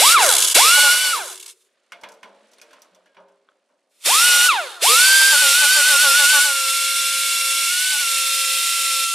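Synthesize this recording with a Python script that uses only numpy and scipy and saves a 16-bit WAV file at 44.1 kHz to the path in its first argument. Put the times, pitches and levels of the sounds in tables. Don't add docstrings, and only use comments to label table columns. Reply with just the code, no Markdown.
import sys
import numpy as np
from scipy import signal
from scipy.fft import rfft, irfft, next_fast_len
from scipy.io import wavfile
from scipy.ndimage import uniform_filter1d

SR = 44100
rng = np.random.default_rng(int(sys.argv[2]) if len(sys.argv) > 2 else 0)


def voltage_ratio(decibels):
    exponent = np.asarray(decibels, float) / 20
    return 10 ** exponent


def store_wav(level_fs):
    pcm = np.round(np.clip(np.atleast_2d(level_fs), -1, 1) * 32767)
    wavfile.write(sys.argv[1], SR, pcm.T.astype(np.int16))


N = 403074
GEAR = .194

# valve shuts in seconds, one bite of the disc in seconds,
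# lower rub in relative dB, casting rumble in relative dB, rumble change per octave of speed in dB.
COASTS = [
    (0.144, .386, -6, -12.5, 3.5),
    (1.132, 1.428, -5.5, -11, 3),
    (4.488, 4.743, 4.5, -1.5, -4.5),
]
# start in seconds, end in seconds.
VALVE_OPEN = [
    (-.1, 0.16),
    (.549, 1.185),
    (3.8, 4.485),
    (4.815, 9.05),
]
# start in seconds, end in seconds.
HELD_FLAT = [
    (6.55, 7.7),
    (8.06, 14),
]
# start in seconds, end in seconds, vane rate it drags to in Hz,
# hum relative to the hiss in dB.
PRESSES = [(0.659, 0.664, 1314, -13), (0.774, 0.8, 1387, -11.5), (0.833, 0.892, 1370, -14),
           (0.938, 0.959, 1375, -14), (1.039, 1.134, 1424, -20), (4.269, 4.414, 1428, -27),
           (4.889, 4.954, 1441, -10.5), (5.214, 5.225, 1500, -12.5), (5.324, 5.365, 1247, -15.5),
           (5.42, 5.454, 1261, -20), (5.449, 5.534, 1370, -19.5), (5.619, 5.665, 1348, -15),
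           (5.766, 5.822, 1334, -16), (5.894, 5.974, 1330, -17.5), (6.037, 6.09, 1290, -15.5),
           (6.088, 6.131, 1350, -19.5), (6.191, 6.259, 1376, -15.5), (6.331, 6.402, 1388, -15),
           (6.451, 6.542, 1345, -17.5), (6.543, 6.718, 1360, -23.5), (6.72, 7.301, 1382, -26.5),
           (7.278, 7.69, 1371, -28), (7.716, 7.751, 1413, -29), (7.749, 7.907, 1513, -29),
           (7.924, 7.976, 1371, -25.5), (8.005, 8.048, 1237, -24), (8.046, 8.605, 1362, -29),
           (8.606, 8.831, 1366, -32), (8.786, 9.3, 1353, -29.5)]
# time in seconds, hiss in dB, vane tone in dB.
RUNS = [
    [(0.0, -13.5, -16), (.125, -14.5, -17)],
    [(.55, -10.5, -10), (.6, -14, -17.5), (.7, -16, -16), (.775, -16.5, -14.5), (.92, -18, -15),
     (1.01, -23.5, -27), (1.075, -22, -22), (1.125, -25.5, -24.5)],
    [(3.88, -84, -18), (3.92, -72, -18), (3.995, -62.5, -18), (4.035, -45, -17.5), (4.06, -18, -23),
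     (4.15, -16.5, -18.5), (4.465, -17.5, -16.5)],
    [(4.825, -22.5, -19), (4.835, -16.5, -21), (4.95, -15.5, -16), (5.25, -17.5, -15), (5.5, -17, -19.5),
     (5.6, -18, -18), (6.4, -17.5, -16), (6.52, -23.5, -24), (7.3, -23.5, -28.5), (7.85, -23, -26.5),
     (9.14, -23.5, -27.5)],
]
# time in seconds, rub in dB, vane tone in dB.
RUN_DOWNS = [
    [(.175, -26.5, -16.5), (.225, -14.5, -18), (.31, -15, -16), (.46, -16.5, -30), (.53, -21.5, -40),
     (.54, -30, -46)],
    [(1.19, -30, -32.5), (1.325, -34, -41.5), (1.38, -42.5, -50), (1.415, -43, -61), (1.5, -41.5, -60.5),
     (1.555, -63.5, -60), (1.65, -63, -60.5), (1.71, -81.5, -60)],
    [(4.495, -24.5, -19.5), (4.54, -32, -22.5), (4.61, -36.5, -25.5), (4.695, -42, -36.5),
     (4.725, -43, -39), (4.8, -50, -38)],
]


def evened(x):
    return x / np.sqrt(np.mean(x ** 2) + 1e-20)


def read(points, hz):
    f, value = np.transpose(points)
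    return np.interp(np.log(hz + 1), np.log(f + 1), value)


def columns(tables):
    rows = np.vstack(tables)
    rows = rows[np.argsort(rows[:, 0], kind="stable")]
    return [np.interp(np.arange(N) / SR, rows[:, 0], c) for c in rows.T[1:]]


def stepped(values, starts):
    at = np.searchsorted(starts, np.arange(N) / SR).clip(1) - 1
    return np.asarray(values, float)[at].T


def inside(spans, soft_s):
    t = np.arange(N) / SR
    return np.clip(sum(np.clip(np.minimum(t - a, b - t) / soft_s + .5, 0, 1) for a, b in spans), 0, 1)


def after(s, decay_s):
    t = np.arange(N) / SR - s
    return (t >= 0) * np.exp(-np.maximum(t, 0) / decay_s)


def wander(hz):
    steps = np.arange(N) * 2 * hz / SR
    count = int(steps[-1]) + 2
    return 0.99 * np.interp(steps, np.arange(count), rng.standard_normal(count))


def noise(spectrum, lo_hz=0, hi_hz=30000):
    # pitch in Hz, side minus mid in dB.
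    apart = [(60, -27), (150, -11), (380, -18.5), (950, -10.5), (2380, -16.5), (5980, -9), (9000, -11),
             (15000, -5)]
    # pitch in Hz, left minus right in dB.
    lean_db = [(60, 0.0), (240, 0.0), (950, -1.0), (4500, -1.8), (8000, .8), (15000, 0.3)]
    size = next_fast_len(N)
    hz = np.fft.rfftfreq(size, 1 / SR)
    mid, other = rfft(rng.standard_normal((2, size)))
    side = voltage_ratio(read(apart, hz)) * other
    edges = 1 / np.sqrt((1 + (lo_hz / (hz + 1)) ** 12) * (1 + (hz / hi_hz) ** 12))
    lean = voltage_ratio(read(lean_db, hz) / 2)
    both = np.array([(mid + side) * lean, (mid - side) / lean])
    return evened(irfft(both * voltage_ratio(read(spectrum, hz)) * edges, size)[:, :N])


def handling():
    # time in seconds, low level in dB, middle level in dB, high level in dB.
    rustle = [
        (1.55, -80, -76, -82),
        (2.3, -59, -65, -72.5),
        (2.5, -63, -65, -71),
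        (2.75, -63, -60, -70),
        (3.0, -65.5, -70.5, -79),
        (3.4, -71, -75, -82),
        (4.0, -74, -78.5, -82),
    ]
    # pitch in Hz, level in dB.
    shed_colour = [(18, -59), (30, -25), (125, -30.5), (180, -8), (472, -5.5), (552, 2), (794, -10.5),
                   (1480, -16.5), (9640, -25), (15000, -52.5)]
    levels = columns([rustle])
    grit = [voltage_ratio(1. * wander(8)), voltage_ratio(2.2 * wander(60)), voltage_ratio(3.5 * wander(150))]
    bands = noise(shed_colour, 230, 1200), noise(shed_colour, 1200, 4500), noise(shed_colour, 4500, 14000)
    rustling = sum(voltage_ratio(db) * g * band for db, g, band in zip(levels, grit, bands))
    return rustling + voltage_ratio(-93.5) * noise(shed_colour, hi_hz=230)


def rings():
    # start in seconds, pitch in Hz, peak in dB, time to fall 60 dB in seconds.
    panels = [(1.92, 694, -50, 0.69), (1.92, 533, -55, .3), (2.035, 1001, -43, .38), (2.035, 893, -48, .3),
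              (2.045, 195, -55, .4), (2.06, 577, -54, 0.63), (2.08, 450, -54, 1.2), (2.035, 1346, -50, .34),
              (2.23, 998, -46, 0.32), (2.2303, 845, -54, .8), (2.24, 200, -58, 0.66),
              (2.24, 545, -54.5, 1.2), (2.24, 400, -58, .7), (2.6148, 595, -56, 1.2),
              (2.6148, 456, -60, 1.2), (2.731, 1050, -53.5, 0.32), (2.915, 183, -63.5, 0.6),
              (2.94, 613, -59, .7), (3.1675, 183, -60, .65), (3.167, 398, -59.5, 2.5),
              (3.1675, 548, -50, 0.85), (3.1674, 948, -52, .4), (3.1675, 1233, -57.5, .4),
              (3.484, 1284, -48, .06), (3.484, 1080, -50, .06), (3.484, 1500, -47.5, .06),
              (3.514, 1350, -55, .05), (2.735, 1350, -56, .3), (2.785, 1250, -57, .2),
              (2.846, 1100, -59, .2), (2.66, 334, -62, .8), (2.38, 215, -62, .8), (2.64, 1600, -62, .5),
              (3.059, 1620, -63, 0.53)]
    t, out = np.arange(SR // 2) / SR, np.zeros(N)
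    for (s, hz, db, t60), (beat_hz, phase) in zip(panels, rng.uniform(1, 5.3, (len(panels), 2))):
        at = round(s * SR)
        pair = np.sin(2 * np.pi * hz * t) + .35 * np.sin(2 * np.pi * (hz + 4 * beat_hz) * t + phase)
        swell = 1 - np.exp(-t / 0.0066)
        fade = np.cos(np.pi * t)
        out[at:at + len(t)] += voltage_ratio(db - 60 * t / t60) * swell * fade * pair
    return out


def ticks():
    # start in seconds, peak in dB, pitch in Hz.
    taps = [(1.4625, -36, 3790), (1.797, -62, 3000), (1.818, -63, 2600), (1.846, -66, 2800),
            (2.584, -42, 4200), (2.5987, -39, 2460), (2.7838, -41, 1300), (2.819, -39.5, 5780),
            (3.0081, -50.5, 1340), (3.1674, -45, 1370), (3.488, -41, 1470), (3.519, -53, 1397)]
    t, out = np.arange(1500) / SR, np.zeros(N)
    for s, db, hz in taps:
        at = round(s * SR)
        envelope = np.exp(-t / 0.0015) * np.minimum(t * hz, 1) ** 2
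        tap = np.sin(2 * np.pi * hz * t) + 0.47 * np.sin(2 * np.pi * 2.3 * hz * t)
        out[at:at + len(t)] += voltage_ratio(db) * envelope * tap
    return out


def iron_bands():
    # pitch in Hz, width in Hz, level in dB.
    iron = [(184, 14, -3), (600, 84, 11.0), (915, 33, 7), (1040, 36, 3.0), (1480, 130, -2.5),
            (2166, 52, -1), (2400, 38, -1), (2910, 40, -4.5), (3360, 57, -3.0), (4450, 56, -19),
            (5830, 120, -14.5)]
    hz = np.geomspace(100, 16000, 400)
    ring = sum(voltage_ratio(db) / np.sqrt(1 + (2 * (hz - f) / w) ** 2) for f, w, db in iron) + voltage_ratio(-29.5)
    colour = np.transpose([hz, 20 * np.log10(ring)])
    return noise(colour, 190, 1600), noise(colour, 1220, 5000), noise(colour, 4500, 11500)


def knocks():
    # start in seconds, clack peak in dB, thud in dB, tick in dB, pitch of the struck spot in Hz.
    blows = [(1.92, -23.5, -44, -45, 2146), (2.013, -47, -44, -53.5, 1490), (2.035, -22, -40, -47, 905),
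             (2.0876, -40, -47.5, -47, 1510), (2.1192, -48, -59, -50.5, 902), (2.139, -50, -62, -57, 921),
             (2.2305, -27.5, -40.5, -50, 1010), (2.5158, -54, -66, -56.5, 900), (2.534, -48, -68, -54, 960),
             (2.584, -44, -68, -58, 3650), (2.615, -34.5, -53, -44, 2480), (2.709, -42, -53.5, -59, 1620),
             (2.731, -36.5, -50.5, -52.5, 1080), (2.819, -51, -57, -47.5, 1016),
             (2.8459, -51, -64, -66, 1274), (2.9479, -50, -57, -57, 3490),
             (3.059, -44.5, -71.5, -65.5, 1670), (3.1456, -46.5, -59, -70, 1500),
             (3.1675, -38, -44, -76.5, 1040), (3.2838, -55.5, -56, -70, 1604),
             (3.489, -57, -63.5, -81.5, 1500), (3.6897, -62, -59.5, -78, 1046)]
    # pitch in Hz, level in dB, time to fall 60 dB in seconds.
    tool_modes = [(1670, -4, 0.31), (2304, -15, 0.57), (2850, 2.5, 0.084), (3360, -6, 0.19),
                  (5770, -10, 0.18)]
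    t = np.arange(SR // 2) / SR
    thud = (1 - np.exp(-t / 0.014)) * (voltage_ratio(-60 * t / 0.34) + 0.17 * voltage_ratio(-60 * t / 1.04))
    clack = (1 - np.exp(-t / 0.00054)) * (voltage_ratio(-60 * t / 0.11) + 0.23 * voltage_ratio(-60 * t / 0.48))
    tick = voltage_ratio(-60 * t / .06) + 0.11 * voltage_ratio(-60 * t / .4)
    power, ring = np.zeros((3, N + len(t))), np.zeros(N + len(t))
    struck = rng.uniform(-1, 1, (len(blows), len(tool_modes)))
    for (s, peak_db, thud_db, tick_db, hz), where in zip(blows, struck):
        clack_db, thud_db = peak_db - 14.5, thud_db - 3
        at = round(s * SR)
        levels = voltage_ratio(np.array([[thud_db], [clack_db], [tick_db]]))
        power[:, at:at + len(t)] += (levels * [thud, clack, tick]) ** 2
        modes = sum(w * voltage_ratio(db - 60 * t / min(t60, .35)) * np.sin(2 * np.pi * f * t)
                    for w, (f, db, t60) in zip(where, tool_modes))
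        spot = voltage_ratio(-60 * t / 0.098) * np.sin(2 * np.pi * hz * t)
        ring[at:at + len(t)] += voltage_ratio(clack_db) * (voltage_ratio(-5.5) * modes + voltage_ratio(3.0) * spot)
    return ring[:N] + sum(np.sqrt(p[:N]) * band for p, band in zip(power, iron_bands()))


def thrum():
    # pitch in Hz, level in dB.
    shudder_colour = [(250, -39.5), (340, -11.5), (375, 2.5), (420, -8.5), (460, -4.5), (600, -40)]
    shudder_db = [-35, -47, -46]
    decay_s = 0.14
    swell = sum(voltage_ratio(db) * (after(c[0], decay_s) - after(c[0], .3 * decay_s)) for c, db in zip(COASTS, shudder_db))
    return 2 * swell * noise(shudder_colour) * inside([(0, 1.75), (4, 4.8)], .1)


def vane_rate():
    # valve opens in seconds, shuts in seconds, free vane rate in Hz, coasting time constant
    # in seconds, rate it coasts toward in Hz.
    bursts = [
        (-.016, .145, 1580, .13, 71.94),
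        (.551, 1.128, 1536, 0.126, 72.1),
        (4.054, 4.481, 1528, .12, 249.4),
        (4.82, 9.3, 1585, .15, 72),
    ]
    spin_up_s, creep_hz, settle_s, step_s = .0685, 72, .4, .002
    t = np.arange(-50, N / SR / step_s + 2) * step_s

    def gate(a, b):
        return np.clip(np.minimum(t - a, b - t) / (2 * step_s) + .5, 0, 1)

    goal, pace, air = creep_hz + 0 * t, 0 * t, 0 * t
    for opens, shuts, free_hz, coast_s, idle_hz in bursts:
        goal += gate(opens, min(shuts + settle_s, t[-1])) * (idle_hz - goal)
        pace += gate(opens, np.inf) * (1 / coast_s - pace)
        pace += gate(opens, shuts) * (1 / spin_up_s - pace)
        goal += gate(opens, shuts) * (free_hz - goal)
        air += gate(opens, shuts)
    for start, end, drag_hz, *_ in PRESSES:
        goal += gate(start, end) * (air > .5) * (drag_hz - goal)
    hz = [creep_hz]
    for pull, share in zip(goal.tolist(), (1 - np.exp(-pace * step_s)).tolist()):
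        hz.append(hz[-1] + (pull - hz[-1]) * share)
    return np.interp(np.arange(N) / SR, t, hz[1:])


def disc_beat(hz):
    turns = np.cumsum(hz * GEAR) / SR
    for shut_s, bite_s, *_ in COASTS:
        turns[round(shut_s * SR):] -= turns[round(bite_s * SR)]
    bite = np.cos(2 * np.pi * turns) + .5 * np.cos(4 * np.pi * turns - .8) + 0.95 * wander(90)
    touching = 1 - .7 * inside([(1.1, 1.35), (4.4, 4.9)], .02)
    return bite * touching * np.clip(1.2 - hz / 800, .1, .85) * np.clip((hz - 120) / 70, .3, 1)


def bites(hz):
    # start in seconds, end in seconds.
    biting = [
        (.285, .545),
        (1.348, 1.53),
    ]
    between_db = [-10, -10.5]
    # time in seconds, level over the rub in dB, width in seconds.
    catches = [(0.292, 3, .003), (.3029, 1, .003), (.3147, 2, 0.0028), (0.3267, 3, 0.0028),
               (.339, 1, 0.0034), (.3529, 2, 0.0027), (.3677, 1.5, .003), (.3847, 2, 0.0038),
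               (0.394, -4, 0.0026), (.4047, 2, 0.0029), (.414, -3.5, 0.0024), (.426, 3.5, 0.0043),
               (.438, -5, 0.0037), (0.45, 3, 0.005), (0.4648, -5.5, 0.0024), (0.4764, 0.1, 0.0036),
               (0.4849, 1, .004), (.502, -.5, .004), (0.514, -0.5, .004), (.522, -1.5, 0.0053),
               (0.53, -3, 0.0026), (1.358, 3, 0.0028), (1.368, -3, .003), (1.3782, 4, 0.0026),
               (1.3867, -3.5, .003), (1.4016, 4, .004), (1.4124, 1.5, .004), (1.4302, 5, 0.0043),
               (1.444, -4, 0.0025), (1.4641, 5, 0.0045), (1.4819, 2, .004), (1.4914, -1.5, 0.0036),
               (1.4998, -.5, .005), (1.511, -1.5, .005), (1.524, -3, .01)]
    t, slow = np.arange(N) / SR, inside(biting, 0.0065)
    catch = voltage_ratio(stepped(between_db, [a for a, _ in biting]))
    for s, db, width_s in catches:
        near = slice(round(s * SR) - 1500, round(s * SR) + 1500)
        catch[near] += voltage_ratio(db) * np.exp(-((t[near] - s) / width_s) ** 2)
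    return (1 - slow) * voltage_ratio(6.9 * disc_beat(hz) - 2.5) + slow * catch


def colours(hz):
    linger_db = [10, 3.5, 3]
    bed_db = [.1, 0.058, .1, -2]
    linger_s = 0.037
    t = np.arange(N) / SR
    lower_db = np.full(N, -2.5)
    rumble_db = -15 + stepped(bed_db, [a for a, _ in VALVE_OPEN])
    rumble_db = rumble_db - 10 * inside([(6.6, 14)], 0.42)
    for (shut_s, _, low_db, deep_db, slope_db), hang_db, (opens, _) in zip(COASTS, linger_db, VALVE_OPEN[1:]):
        on = inside([(shut_s + 0.023, opens)], 0.02)
        hang = hang_db * np.exp(-((t - shut_s - linger_s) / linger_s) ** 2)
        lower_db += on * (low_db + hang - lower_db)
        coasting_db = deep_db + slope_db * np.log2(np.maximum(hz, 150) / 500)
        rumble_db += on * (coasting_db + hang - rumble_db)
    return lower_db, rumble_db


def hiss(hz):
    # pitch in Hz, level in dB.
    air_colour = [(1000, -47.5), (1700, -16.5), (2190, -3), (2610, -3), (2710, -3), (3000, -5),
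                  (3480, -1.5), (4600, -4.5), (5640, -5.5), (6430, -11), (6990, -7), (9680, -6.5),
                  (13900, -17), (14700, -26), (15700, -42.5)]
    rub_colour = [(1000, -53.5), (1700, -27), (2090, -7), (2440, -8.5), (3080, -4), (3640, -2), (4470, -6),
                  (5750, -7), (6310, -4.5), (10600, -5), (15700, -27.5)]
    rumble_colour = [(20, -42), (150, -41.5), (290, -27.5), (375, -9.5), (410, -17.5), (460, -9),
                     (700, -11), (1200, -2), (1700, -3.5), (2200, -23.5), (4000, -83)]
    slow_rub_colour = [(1000, -50), (1800, -24), (2200, -12.5), (2600, -9.5), (3000, -2), (3600, -2.5),
                       (4200, -9.5), (4700, -6.5), (5500, -8.5)]
    grind_colour = [(2600, -30.5), (3200, -5), (3600, 0.6), (4000, -5), (4800, -30)]
    # start in seconds, end in seconds.
    crawling = [
        (.39, .6),
        (1.4, 1.43),
    ]
    high_db = columns(RUNS + RUN_DOWNS)[0]
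    lower_db, rumble_db = colours(hz)
    air = inside(VALVE_OPEN, 0.017)
    chop = 1 + 0.069 * np.cos(2 * np.pi * np.cumsum(hz) / SR)
    jet = noise(air_colour, lo_hz=5360) + voltage_ratio(lower_db) * noise(air_colour, hi_hz=4860)
    jet = jet + voltage_ratio(-12) * inside(HELD_FLAT, .1) * noise(grind_colour)
    slow = inside(crawling, 0.087)
    lower = np.sqrt(1 - slow) * noise(rub_colour, hi_hz=4760)
    lower = lower + np.sqrt(slow) * voltage_ratio(1.0) * noise(slow_rub_colour, hi_hz=5200)
    rub = noise(rub_colour, lo_hz=4900) + voltage_ratio(lower_db) * lower
    rumble = voltage_ratio(rumble_db + 0.71 * wander(4.3)) * noise(rumble_colour)
    mix = np.sqrt(air) * jet * chop * voltage_ratio(.6 * wander(30))
    mix = mix + np.sqrt(1 - air) * rub * bites(hz) + rumble
    return voltage_ratio(high_db) * mix * inside([(-.1, 1.76), (3.89, 9.3)], .03)


def tone_levels(hz):
    # pitch in Hz, level in dB.
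    vane_colour = [(230, -22.5), (400, -14), (550, -6), (750, -2), (950, 0), (1150, -1), (1300, -1),
                   (1500, 0)]
    octave_db = [-3, 0, -3, -5]
    edges_db = [-3, 3, 3, 1, 0, -0.7, -2, 3, -1, -3, -4.5, -1.5, -0.3, -1.5, -1.5, -4, 2.5, 3.5, 0.5, -1.5,
                0.4, 1, .1, 3, 5, 2.5, .1, 2.5, -0.5]
    hiss_db, tone_db = columns(RUNS + RUN_DOWNS)
    hum_db, tilt_db = np.full(N, -26.5), np.zeros(N)
    for (start, end, _, db), edge_db in zip(PRESSES, edges_db):
        on = inside([(start - .008, end)], .03)
        hum_db += on * (db - hum_db)
        tilt_db += on * (edge_db - tilt_db)
    bark_db = 10 * sum(after(c[0], 0.033) for c in COASTS)
    air = inside(VALVE_OPEN, 0.015)
    blown_db = hiss_db + sum(db * inside([span], .02) for db, span in zip(octave_db, VALVE_OPEN))
    blown_db = blown_db - 9.5 * np.clip((1350 - hz) / 150, 0, 1)
    upper_db = air * blown_db + (1 - air) * (tone_db - 2.5 + bark_db)
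    mute_db = -22 * (1 - air) * np.clip((500 - hz) / 110, 0, 1)
    first_db = tone_db + read(vane_colour, hz) + bark_db + mute_db
    return first_db, upper_db, hiss_db + hum_db, tilt_db


def whine(hz):
    # pitch in Hz, level in dB.
    housing = [(200, -14), (500, -8), (900, -3), (1150, -14.5), (1450, 3), (1850, -7), (2400, -3.5),
               (2800, -4.5), (3100, -3.5), (3600, -4.5), (3950, -3.5), (4250, -13), (4600, 1.5),
               (5600, -1.5), (6300, -10), (8300, -1.5), (12000, -14)]
    coast_housing = [(300, -20), (500, -13), (900, -7), (1150, -15), (1450, 3), (1850, -13), (2200, -4),
                     (2750, -3), (3100, -13), (3400, -5), (3900, -6), (4200, -18), (6000, -35)]
    hum_colour = [(400, -2.5), (470, 11), (520, 2.5), (600, -3), (720, -7.5), (880, 1.8), (1150, -0.5),
                  (1700, -0.5)]
    # multiple of the vane rate, level under the 2nd harmonic in dB.
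    upper_vane = [(3, -3), (4, -6), (5, -11.5), (6, -10.5), (7, -5)]
    # multiple of the disc rate, level while the disc chatters in dB, level held flat in dB.
    disc_orders = [(2, -5, 0.5), (3, -4.5, -30), (4, -4, -4.5), (6, -10, 4.5)]
    # multiple of the rotor rate, level under the vane tone in dB.
    rotor_orders = [(1, -43.5), (10, -31.5)]
    # 3rd, 4th and higher overtones in dB, extra on 3rd and 4th while spinning up in dB.
    blown_db = [(-1, -1, .1, 13, 13), (0.5, -5, 1, -1, 3), (-1, 1.5, .1, 13, 3), (.5, .5, 1, 18, 11)]
    # 2nd, 3rd, 4th and higher overtones in dB.
    coasting_db = [(.5, 1, -5, -16), (2.5, 2.5, -3, -16), (1.5, -1, 1, -18)]
    fourth_hum_db = [-4, -6, -2, .1]
    first_db, free_db, disc_db, tilt_db = (uniform_filter1d(c, size=200) for c in tone_levels(hz))
    turns = np.cumsum(hz * (1 + .0015 * wander(30))) / SR
    coasting = 1 - inside(VALVE_OPEN, .02)
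    flat = inside(HELD_FLAT, 0.075)
    slowing = -np.gradient(uniform_filter1d(np.log(hz), size=900)) * SR
    load = np.clip(slowing / 0.61, -1, 1)
    disc_db = disc_db + 4.0 * load * (1 - flat)
    third, fourth, higher, *rush = stepped(blown_db, [a - .01 for a, _ in VALVE_OPEN])
    upper_hum_db = stepped(fourth_hum_db, [a for a, _ in VALVE_OPEN])
    left = stepped(coasting_db, [c[0] - .1 for c in COASTS])

    def colour(k):
        unblown = read(coast_housing, k * hz) + left[min(k, 5) - 2]
        return (1 - coasting) * read(housing, k * hz) + coasting * unblown

    rising = np.clip(np.minimum(6.8 - hz / 200, hz / 200 - 4.2), 0, 1)
    blown = [third + rush[0] * rising, fourth + rush[1] * rising, higher + 2.5 * rising]
    # multiple of the vane rate, level in dB, flutter in dB
    orders = [(1, first_db, .5), (2, free_db + colour(2), 0.75)]
    for k, db in upper_vane:
        level_db = free_db + db + (1 - coasting) * blown[min(k, 5) - 3] + colour(k)
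        orders.append((k, level_db, 1.8 - 0.9 * flat))
    for k, db in rotor_orders:
        orders.append((k / 4, first_db + db - 20 * coasting, 3.))
    for k, chatter_db, flat_db in disc_orders:
        level_db = disc_db + (k > 3) * upper_hum_db + tilt_db * min(k - 2.5, 1)
        level_db = level_db + chatter_db + (flat_db - chatter_db) * flat - 25 * coasting
        orders.append((k * GEAR, level_db + read(hum_colour, k * GEAR * hz), 2.2 - 0.8 * flat))
    out = np.zeros((2, N))
    for k, level_db, flutter_db in orders:
        side = rng.uniform(-1, 1) * 0.05 * k * np.array([[1], [-1]])
        out += voltage_ratio(level_db + flutter_db * wander(12)) * np.cos(2 * np.pi * (k * turns + rng.random()) + side)
    sounding = inside([(-.1, .42), (.555, 1.36), (4.058, 4.815)], .012)
    fading = sounding * np.clip((hz - 190) / 150 + 1 - coasting, 0, 1)
    return np.sqrt(2) * out * voltage_ratio([[-.4], [.4]]) * (fading + inside([(4.82, 9.3)], 0.0046))


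def shed(x):
    t = np.arange(SR // 2) / SR
    signs = rng.choice([-1., 1.], (2, len(t)))
    sparse = rng.random((2, len(t))) < .05
    taps = signs * sparse * voltage_ratio(-60 * t / 0.4) * (t > .004)
    return signal.fftconvolve(x, taps / np.linalg.norm(taps[0]), axes=1)[:, :N]


def nearby_steel(x):
    taps = np.zeros((2, 400))
    delays = rng.integers(25, 400, size=(2, 7))
    taps[[[0], [1]], delays] = voltage_ratio(-15.5) * rng.choice([-1., 1.], size=(2, 7))
    here, there = (signal.oaconvolve(x, tap[None], axes=1)[:, :N] for tap in taps)
    place = np.pi / 2 * wander(.8)
    return x + np.cos(place) * here + np.sin(place) * there


def scene():
    hz = vane_rate()
    background = handling() + rings() + ticks() + knocks() + thrum()
    tone = whine(hz)
    return background + nearby_steel(hiss(hz)) + tone + voltage_ratio(-13.5) * shed(tone)


def roll_off(x):
    return signal.sosfilt(signal.butter(12, 15850, fs=SR, output="sos"), x)


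def record(dry):
    overloaded = 1.34 * np.tanh(dry / 1.36)
    loud = signal.sosfilt(signal.butter(1, 110, "high", fs=SR, output="sos"), overloaded)
    mid, side = loud.mean(0), (loud[0] - loud[1]) / 2
    side = signal.sosfilt(signal.butter(6, 120, "high", fs=SR, output="sos"), side)
    stereo = np.array([mid + side, mid - side])
    treble_limit = signal.firwin(511, 15800, window=("kaiser", 9), fs=SR)
    limited = signal.oaconvolve(stereo, treble_limit[None], "same")
    return roll_off(limited)


dry = scene()
out = record(dry)
store_wav(out)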